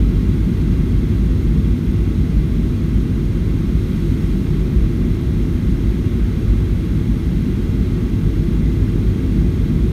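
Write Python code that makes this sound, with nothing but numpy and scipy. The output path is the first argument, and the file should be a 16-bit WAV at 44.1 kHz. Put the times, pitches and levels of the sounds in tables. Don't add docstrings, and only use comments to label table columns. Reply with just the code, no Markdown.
import sys
import numpy as np
from scipy import signal
from scipy.fft import rfft, irfft
from scipy.io import wavfile
from scipy.ndimage import uniform_filter1d

SR = 44100
rng = np.random.default_rng(int(sys.argv[2]) if len(sys.argv) > 2 else 0)


def inscribe(sig):
    pcm = np.round(np.clip(np.atleast_2d(sig).T, -1, 1) * 32767)
    wavfile.write(sys.argv[1], SR, pcm.astype(np.int16))


N = 437472
TIME = np.arange(N) / SR
HZ = np.fft.rfftfreq(N, 1 / SR)

# (f/Hz, level/dB)
ENGINE_SPECTRUM = [(10, -90), (30, -54), (55, -11), (70, -6), (82, 0.5), (130, -3.5), (180, -4),
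                   (225, -7.5), (265, -8.5), (300, -20), (380, -42), (1500, -140)]
BOOM_SPECTRUM = [(3, -35), (18, -30), (25, -19), (32, -27), (38, -4), (45, 0), (60, -1.5), (70, -3),
                 (85, -16.5), (130, -65), (300, -140)]
FLAP_SPECTRUM = [(150, -30), (250, -8), (285, 2.5), (340, 1), (375, -3), (405, -7.5), (460, -13),
                 (500, -20.5), (600, -24.5), (750, -32.5), (3000, -120)]
HISS_SPECTRUM = [(100, -30), (500, 3.5), (620, 2.5), (780, -2), (1500, 0), (2300, -5), (3200, -5.5),
                 (4000, -7.5), (5000, -13.5), (6300, -13.5), (7500, -19), (10000, -18.5), (13000, -19),
                 (15700, -25.5)]
# (f/Hz, width/Hz, gain/dB)
CABIN_RESONANCES = [(52.5, 17.5, 7), (97.5, 12.8, 4.5), (109.8, 16, 1.5), (131, 13, -2), (154.4, 24.7, 4.5),
                    (192.7, 23, 3), (240.7, 41.4, 4), (331, 16, 4), (357.5, 34, 5), (400, 7.7, 3),
                    (418, 16, -2), (442.7, 30, 7.5), (476, 14, 0.5), (520, 12, 3.5), (526, 16.6, 7.5)]
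# (f/Hz, width/Hz, gain/dB)
RECESS_RESONANCES = [(686, 30, 3.5), (856, 81, 3), (1066, 28, 3.5), (1118, 99, 3.5), (1290, 33, 4),
                     (1390, 49, 1.7), (1626, 76, 2.2), (1790, 190, -3), (2045, 320, 6), (2420, 180, 3),
                     (2780, 100, 3), (2960, 190, -2), (3220, 220, 2.5), (3420, 129, 2.5), (3890, 220, 3),
                     (4480, 135, 2.5), (4938, 233, -1.7), (5296, 498, 2), (6550, 258, 3), (7660, 337, -1.5),
                     (8166, 211, 2.6), (8600, 335, 4), (9377, 147, 3), (9822, 178, 3), (10290, 520, -6.5),
                     (11500, 280, 4.5), (12595, 289, -3), (13785, 535, 2), (14274, 270, -2.5),
                     (14723, 376, 4)]
# (t/s, level/dB)
TURBULENCE_LEVEL = [(0, 1.5), (1.9, 1), (3.0, 0.06), (5.5, 0), (7.9, 0), (8.5, 1.0), (9.92, 1.4)]
# (t/s, gain/dB)
BOOM_SURGES = [(.06, 3.5), (1.52, 4), (2.35, 3.5), (4.78, 4.5), (5.72, 4.5), (6.47, 5.5)]
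# (t/s, level/dB)
FLAP_ENVELOPE = [(0, -29), (3.2, -29.5), (4.8, -28), (7.2, -30), (8.7, -28), (9.92, -28.1)]
# (t/s, level/dB)
HISS_ENVELOPE = [(0, -41.5), (3.2, -42), (4.3, -41.5), (5.6, -41.5), (6.6, -41.5), (9.92, -41.5)]


def engine_rumble(turbulence_db, calm_db=-18.5, db_per_db=0.85):
    rumble = steadied(coloured_noise(ENGINE_SPECTRUM, CABIN_RESONANCES), window_samples=30000)
    return rumble * gain_of(calm_db + db_per_db * turbulence_db)


def fuselage_boom(turbulence_db, calm_db=-20, db_per_db=1.4):
    boom = steadied(coloured_noise(BOOM_SPECTRUM, CABIN_RESONANCES), window_samples=26000)
    surge_db = sum(lift_db * hump(peak_s, width_s=0.2) for peak_s, lift_db in BOOM_SURGES)
    return boom * gain_of(calm_db + db_per_db * turbulence_db + surge_db)


def flap_roar():
    roar = steadied(coloured_noise(FLAP_SPECTRUM, CABIN_RESONANCES), window_samples=40000)
    return roar * gain_of(follow(FLAP_ENVELOPE))


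def air_hiss(treble_hz=2500, swell_db=1.7):
    hiss = near_reflections(coloured_noise(HISS_SPECTRUM, RECESS_RESONANCES))
    treble = irfft(rfft(hiss) * HZ ** 2 / (HZ ** 2 + treble_hz ** 2), N)
    treble_gain = gain_of(swell_db * hump(peak_s=4.08, width_s=0.61))
    return (hiss + treble * (treble_gain - 1)) * gain_of(follow(HISS_ENVELOPE))


def near_reflections(sound, echo_db=-17, earliest_s=.002, latest_s=.012, count=12):
    delays_s, polarities = rng.uniform((earliest_s, -1), (latest_s, 1), (count, 2)).T
    echoes = sum(np.sign(polarity) * np.roll(sound, int(delay_s * SR))
                 for delay_s, polarity in zip(delays_s, polarities))
    mix = sound + gain_of(echo_db) * echoes / echoes.std()
    return mix / mix.std()


def coloured_noise(spectrum, resonances):
    hz, db = np.transpose(spectrum)
    colour_db = np.interp(np.log(HZ + 1), np.log(hz + 1), db)
    for centre_hz, width_hz, lift_db in resonances:
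        colour_db += lift_db * .5 ** ((2 * (HZ - centre_hz) / width_hz) ** 2)
    noise = irfft(rfft(rng.standard_normal(N)) * gain_of(colour_db), N)
    return noise / noise.std()


def steadied(noise, window_samples):
    window = np.hanning(window_samples)
    weight = signal.fftconvolve(np.ones(N), window, "same")
    power = signal.fftconvolve(noise ** 2, window, "same") / weight
    return noise / np.sqrt(power)


def follow(curve):
    return uniform_filter1d(np.interp(TIME, *np.transpose(curve)), size=1500, mode="nearest")


def hump(peak_s, width_s):
    return .5 ** ((2 * (TIME - peak_s) / width_s) ** 2)


def gain_of(db):
    return 10 ** (np.asarray(db) / 20)


def scene():
    turbulence_db = follow(TURBULENCE_LEVEL)
    buffeted = fuselage_boom(turbulence_db) + engine_rumble(turbulence_db)
    return (buffeted + flap_roar() + air_hiss())[None]


def record(dry):
    low_pass = signal.firwin(1023, cutoff=15720, window=("kaiser", 9), fs=SR)
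    fades = signal.windows.tukey(N, .0004)
    return signal.oaconvolve(dry * fades, low_pass[None], "same")


dry = scene()
out = record(dry)
inscribe(out)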